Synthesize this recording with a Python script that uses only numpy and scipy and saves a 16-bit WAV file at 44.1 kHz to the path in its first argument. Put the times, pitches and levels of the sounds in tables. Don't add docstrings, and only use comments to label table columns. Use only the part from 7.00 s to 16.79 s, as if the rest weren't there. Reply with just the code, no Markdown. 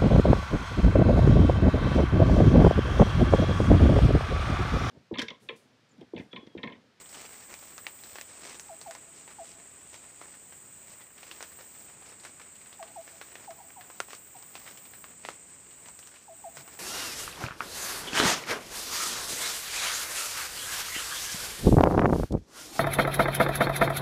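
import sys
import numpy as np
from scipy import signal
from scipy.fft import rfft, irfft
from scipy.io import wavfile
from scipy.ndimage import uniform_filter1d

SR = 44100
rng = np.random.default_rng(int(sys.argv[2]) if len(sys.argv) > 2 else 0)


def voltage_ratio(decibels):
    exponent = np.asarray(decibels, float) / 20
    return 10 ** exponent


def inscribe(sig):
    pcm = np.round(np.clip(np.atleast_2d(sig).T, -1, 1) * 32767)
    wavfile.write(sys.argv[1], SR, pcm.astype(np.int16))


N = 431738


def level(x, db):
    return x * voltage_ratio(db) / np.sqrt(np.mean(x ** 2))


def colour(x, points):
    hz, db = np.transpose(points)
    f = np.arange(N // 2 + 1) * SR / N + 1
    gain = voltage_ratio(np.interp(np.log(f), np.log(hz), db))
    return irfft(rfft(x) * gain, N)


def band(x, hz, width):
    b, a = signal.iirpeak(min(hz, SR / 2.2), hz / width, fs=SR)
    return signal.lfilter(b, a, x)


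def butter(x, order, hz, kind):
    return signal.sosfilt(signal.butter(order, hz, kind, fs=SR, output="sos"), x)


def walk(rate):
    k = int(SR / rate)
    steps = np.repeat(rng.standard_normal(N // k + 1), k)
    return 1.43 * uniform_filter1d(uniform_filter1d(steps, k), k)[:N]


def add(out, s, x):
    i = int(s * SR)
    out[i:i + len(x)] += x[:N - i]


def clicks(per_s, spread_db):
    happens = rng.random(N) < per_s / SR
    return happens * rng.standard_normal(N) * voltage_ratio(spread_db * rng.exponential(size=N))


def gate(start, end, edge):
    t = np.arange(N) / SR
    return np.clip(np.minimum(t - start, end - t) / edge + .5, 0, 1)


# (f/Hz, level/dB per Hz)
CICADA_BODY = [(6000, -31), (6600, -21), (6950, -10.5), (7300, -11), (7700, -7.5), (7950, -3), (8150, -1),
               (8400, -6.5), (8600, -11), (8750, -36), (9000, -39.5)]
# (f/Hz, width f/Hz)
SOLO_VOICES = [(6815, 45), (7028, 70), (7388, 45), (8060, 70), (8165, 60), (8350, 40), (8556, 14),
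               (8638, 40)]
SOLO_LEVELS = [-38, -14, -11.5, -8, -15, -16.5, -22, -23]


def cicada_chorus():
    crowd = level(colour(clicks(20000, .5), CICADA_BODY), 0) * voltage_ratio(.6 * walk(70))
    solo = np.zeros(N)
    for (hz, width), db in zip(SOLO_VOICES, SOLO_LEVELS):
        voice = band(band(rng.standard_normal(N), hz, width), hz, width)
        solo += level(voice, db)
    t = np.arange(N) / SR
    sag_db = -1.3 * np.exp(-((t - 6.3) / 1.1) ** 2)
    return (crowd + solo) * voltage_ratio(-53 + sag_db)


# (f/Hz, level/dB per Hz)
KATYDID_BODY = [(13000, -40), (13700, -22), (14000, -14), (14400, -8), (14800, -3), (15050, 0), (15250, -3),
                (15450, 0), (15700, -3), (15800, -60)]
# (start t/s, end t/s, level/dB it swells towards)
KATYDID_PHRASES = [(-.4, 1.24, -55.5), (1.1, 1.94, -63), (3.12, 4.89, -57.5), (5.3, 8.1, -57),
                   (6.8, 8.04, -62), (8.62, 9.1, -62), (9.2, 9.9, -56)]


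def katydid_chorus():
    rest_db, swell_power, break_s = -69.5, .6, .12
    power = voltage_ratio(rest_db) ** 2
    for start, end, db in KATYDID_PHRASES:
        swell = np.clip((np.arange(N) / SR - start) / (end - start), 0, 1) ** swell_power
        power = power + (voltage_ratio(db) * swell * gate(-1, end, break_s)) ** 2
    chorus = level(colour(clicks(9700, .8), KATYDID_BODY), 0) * voltage_ratio(.51 * walk(65))
    return chorus * np.sqrt(power)


# (f/Hz, level/dB per Hz)
LEAF_COLOUR = [(20, -39), (45, -6), (70, 2), (200, 2), (575, -3), (1000, -5.5), (2600, -7.5), (4500, -16),
               (6400, -13.5), (8600, -12), (9000, -15), (11000, -21.5), (13000, -25), (16000, -57)]


def leaves():
    hiss = level(colour(rng.standard_normal(N), LEAF_COLOUR), -59.5)
    low = butter(hiss, 2, 350., "low")
    return low * voltage_ratio(.7 * walk(4)) + (hiss - low) * voltage_ratio(.8 * walk(8))


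# (f/Hz, level/dB per Hz)
RUB_COLOUR = [(150, 2), (400, 6.5), (1000, 5), (2200, 5.5), (3500, -3.5), (6000, -4.5), (8600, -3.5),
              (9200, -18), (13000, -21), (16000, -34)]
# (start t/s, length t/s, level/dB, extra level/dB above 3 kHz)
RUB_STROKES = [(0, 0.025, -51.5, 5.5), (0.12, 0.15, -50.5, 6.5), (0.27, 0.2, -55.5, 5),
               (0.483, 0.057, -50.5, 3), (0.545, 0.19, -58, 7.5), (1.03, 0.18, -56.5, 8),
               (1.265, 0.18, -54, 5), (1.423, 0.14, -47, 6), (1.607, 0.18, -59, 5), (1.815, 0.16, -60, 6),
               (2.133, 0.1, -57, 5.5), (2.44, 0.11, -62.5, 12.5), (2.925, 0.048, -55.5, 5),
               (3.193, 0.21, -60.5, 2), (3.874, 0.069, -59, 8), (4.178, 0.32, -55.5, 5.5),
               (4.407, 0.046, -55, 7), (4.588, 0.046, -57.5, 4), (4.768, 0.16, -63, 2),
               (5.043, 0.087, -59, 6.5), (5.228, 0.078, -54.5, 5.5), (5.4, .14, -67, -4),
               (6.067, 0.27, -59.5, 3), (6.275, 0.19, -56, 0), (6.668, 0.074, -59, 1), (6.9, 0.18, -62, 6),
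               (7.084, 0.086, -57, 12.5), (7.347, 0.066, -59, 6), (7.53, 0.23, -56, 5.5),
               (8.032, 0.11, -57, -15), (8.237, 0.096, -53, 4.5), (8.477, 0.097, -62, 2),
               (8.81, 0.092, -58.5, -4), (9.026, 0.23, -68.5, 13.5), (9.557, 0.064, -51.5, 6),
               (9.705, 0.065, -56, 4)]


def rubbing():
    slip_decay = np.exp(-1 / (.001 * SR))
    slips = signal.lfilter([1], [1, -slip_decay], np.abs(clicks(700, 1.3)))
    rough = rng.standard_normal(N) * (1.12 + slips)
    rub = level(colour(rough, RUB_COLOUR), 0) * voltage_ratio(walk(6.6))
    top = butter(rub, 2, 3000., "high")
    cloth_db, cloth_bright_db = -65.5, 2
    whole = voltage_ratio(cloth_db + 1.7 * walk(7.3))
    bright = voltage_ratio(cloth_db + cloth_bright_db + 3.2 * walk(8))
    for s, length, db, bright_db in RUB_STROKES:
        stroke = voltage_ratio(db) * gate(s, s + length, .018 + .35 * length)
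        whole = np.hypot(whole, stroke)
        bright = np.hypot(bright, stroke * voltage_ratio(bright_db))
    return whole * (rub - top) + bright * top


# (f/Hz, width f/Hz, level/dB before sharp modes are raised)
POLE_MODES = [(830, 82, -3.5), (1990, 250, 5), (2640, 250, -1), (3380, 570, -11)]


def tick(db, ring_hz, thud_db, edge_db):
    t = np.arange(0, .15, 1 / SR)
    fibres, scratch = rng.standard_normal((2, len(t)))
    after = t > .001
    push = np.exp(-((t - .001) / .00005) ** 2)
    push = push + .11 * fibres * np.exp(-t / .0027) * after
    snap = band(push, ring_hz, 1.8 * ring_hz)
    snap = snap + 5.3 * band(push, ring_hz, .077 * ring_hz) + .26 * band(push, 1300., 2800.)
    thud = band(band(push, 710., 870.), 530., 1800.)
    edge = band(band(push, 7400., 2600.), 2700., 10400.) + .1 * band(push, 15700., 6000.)
    scratch = scratch * (np.exp(-t / .02) + .35 * np.exp(-t / .012)) * after
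    tail = band(scratch, 1180., 1340.) + 1.27 * band(scratch, ring_hz, ring_hz / 2)
    tail = tail + .95 * band(scratch, 450., 460.)
    pole = np.zeros(len(t))
    for hz, width, mode_db in POLE_MODES:
        mode_db = mode_db + 4 * rng.standard_normal()
        pole += voltage_ratio(mode_db) * band(push, hz, width) * hz / width
    tail_db = -7 - .5 * (db + 32)
    pole_db = -10
    parts = [(snap, 0), (thud, thud_db), (edge, edge_db), (tail, tail_db), (pole, pole_db)]
    return voltage_ratio(db) * sum(voltage_ratio(part_db) * part / np.abs(part).max() for part, part_db in parts)


# (t/s, snap level/dB before the bass cut, ring f/Hz,
# thud level/dB against the snap, edge level/dB against the snap)
CORD_TICKS = [(.0576, -43.5, 3040, -6, -8), (0.0913, -43, 5000, -6, -4), (0.1444, -39, 3040, -7, -8),
              (.155, -42, 800, -5, -8), (0.252, -39, 2430, -7, -8), (0.5397, -31.5, 2290, -9, 4.5),
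              (.625, -44.5, 796, -1, -15), (0.719, -48, 1360, -18, -3), (0.7792, -32, 1310, -38, 6),
              (0.8665, -20, 2230, -18, -29), (0.988, -48, 2520, -18, -8), (1.036, -35.5, 4130, -22, -14),
              (1.1558, -31, 1660, -4, -3), (1.1844, -30.5, 1790, -3, -22), (1.2116, -30, 2520, -24, 5.5),
              (1.596, -29.5, 6300, -31, -5), (1.8133, -37, 4500, -1, 7), (1.9092, -32, 1550, -11, 5.5),
              (1.95, -32, 970, -28, 3), (2.277, -43.5, 920, 0, -8), (2.3032, -46, 2580, -3, -8),
              (2.942, -36, 2200, -18, -2), (3.214, -38, 1110, 5, -5), (3.3387, -45, 1890, -19, -8),
              (3.523, -43.5, 1640, 1, -8), (4.0055, -45.5, 1560, -9, -8), (4.1786, -44, 1890, -11, -8),
              (4.2302, -34.5, 2530, -4, -10), (4.2654, -46, 1820, -16, -13),
              (4.3125, -28.5, 2840, -24, -25), (4.4059, -33, 1510, 1.5, -9), (4.4259, -30.5, 1600, -5, 8.5),
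              (4.5875, -44.5, 1150, 2, -6), (5.021, -46, 1440, 3, -11), (5.1183, -49, 1190, -11, -8),
              (5.0898, -48, 5000, -15, -6), (5.1974, -46.5, 4330, -5, -4), (5.25, -31, 1430, -4, 1),
              (5.3965, -41, 1110, -15, 0), (5.414, -42, 2240, -7, -8), (5.7271, -39, 2770, -1, -10),
              (5.827, -30.5, 1110, -22, -16), (6.0773, -39, 1720, -0.5, 0), (6.213, -28, 1440, -7, -19),
              (6.354, -31.5, 1870, -5, -4), (6.5068, -41.5, 945, 2, 8.5), (6.8097, -33.5, 1720, -24, -9),
              (6.9, -38.5, 1030, 1, -2), (7.002, -15, 1400, -7, -1), (7.0842, -46.5, 1050, 6, -11),
              (7.105, -35.5, 1840, -4, -14), (7.1315, -31.5, 1100, -5, -18), (7.4251, -47, 1240, -9, 14.5),
              (7.553, -27.5, 2530, -3.5, -15), (7.6633, -35.5, 1440, -27, -17),
              (7.6768, -33.5, 2150, -31, -10), (7.7736, -41, 2940, -22, 4), (7.853, -42, 2350, -13, -6),
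              (7.935, -38, 1770, -19, -10), (8.0414, -30.5, 1080, -15, -17), (8.2378, -49, 1880, -11, -8),
              (8.2499, -26, 1950, 0, -24), (8.2868, -24, 1270, -1, -21), (8.858, -42, 2440, -10, -8),
              (8.885, -38, 988, -19, 7), (8.99, -35.5, 6000, -15, -11), (9.027, -44, 2740, -22, -8),
              (9.0723, -42, 5980, -24, 5), (9.158, -45, 2460, -21, -10), (9.5696, -32, 1520, -1, 3),
              (9.677, -38.5, 1180, -4, 2)]


def ticks():
    out = np.zeros(N)
    faint = [(u * N / SR, -46 - 6 * v, 1000 * 2 ** (1.8 * w), -10, -8)
             for u, v, w in rng.random(size=(30, 3))]
    for s, db, ring_hz, thud_db, edge_db in CORD_TICKS + faint:
        add(out, s, tick(db, ring_hz, thud_db, edge_db))
    return butter(out, 2, 300., "high")


# (t/s, peak level/dB, start f/Hz, end f/Hz, length t/s)
BIRD_HOOTS = [(1.69, -42.5, 930, 655, 0.063), (1.86, -40, 906, 665, 0.063), (2.385, -40, 915, 664, 0.057),
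              (5.793, -40.5, 910, 659, 0.058), (5.959, -38.5, 927, 662, 0.062),
              (6.476, -39.5, 907, 663, 0.057), (6.581, -53.5, 980, 948, 0.052),
              (6.598, -44.5, 900, 717, 0.023), (6.759, -51, 1037, 914, 0.039),
              (6.765, -46.5, 890, 724, 0.055), (7.34, -58, 1020, 932, 0.056),
              (7.349, -45.5, 856, 684, 0.026), (9.279, -46, 945, 655, 0.072), (9.44, -38, 907, 671, 0.055),
              (9.772, -56, 885, 700, .05)]


def hoots():
    out = np.zeros(N)
    glide_s, glide_power = .0264, 1.42
    for s, db, start_hz, end_hz, length in BIRD_HOOTS:
        t = np.arange(0, length + .03, 1 / SR)
        fall = np.clip(1 - t / glide_s, 0, 1) ** glide_power
        hz = end_hz + (start_hz - end_hz) * fall
        rise = np.clip(t / .0093, 0, 1) ** .37
        shape = rise / (1 + np.exp((t - .83 * length) / .0048))
        add(out, s, voltage_ratio(db) * shape * np.sin(2 * np.pi * np.cumsum(hz) / SR))
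    return out


# (delay t/s, level/dB against the call, before flutter)
TREE_STANDS = [(.035, -25), (.083, -20), (.19, -25)]


def forest_echo(call):
    t = np.arange(0, .6, 1 / SR)
    wash = rng.standard_normal(len(t)) * np.exp(-t / .11) * (t > .006)
    forest = level(wash, -59)
    stand_depth_s = .0086
    for delay, db in TREE_STANDS:
        stand = rng.standard_normal(len(t)) * np.exp(-((t - delay) / stand_depth_s) ** 2)
        forest += voltage_ratio(db) * stand / np.sqrt(np.sum(stand ** 2))
    return signal.fftconvolve(call, forest)[:N] * voltage_ratio(3 * walk(60))


# (start t/s, end t/s, level/dB)
BACKGROUND_DIPS = [(4.03, 4.33, -2.5), (9.085, 9.34, -3)]


def background_dips():
    return voltage_ratio(sum(db * gate(start, end, .04) for start, end, db in BACKGROUND_DIPS))


# (t/s, level/dB, f/Hz, length t/s)
POLE_KNOCK = (9.57, -53, 140, .058)


def knock():
    out = np.zeros(N)
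    s, db, hz, length = POLE_KNOCK
    t = np.arange(0, .15, 1 / SR)
    shake = np.clip(t / .0062, 0, 1) / (1 + np.exp((t - length) / .009))
    add(out, s, voltage_ratio(db) * shake * np.sin(2 * np.pi * hz * t))
    return out


def scene():
    background = cicada_chorus() + katydid_chorus() + leaves()
    hands = rubbing() + ticks() + knock()
    call = hoots()
    bird = call + forest_echo(call)
    return (background * background_dips() + hands + bird)[None]


def top_cut(x):
    return signal.sosfilt(signal.butter(12, 16820, fs=SR, output="sos"), x)


def record(dry):
    mix = butter(dry, 2, 45., "high")
    steep_cut = signal.ellip(10, .2, 45, 15470, fs=SR, output="sos")
    mix = signal.sosfilt(steep_cut, mix)
    return top_cut(mix)


dry = scene()
out = record(dry)
inscribe(out)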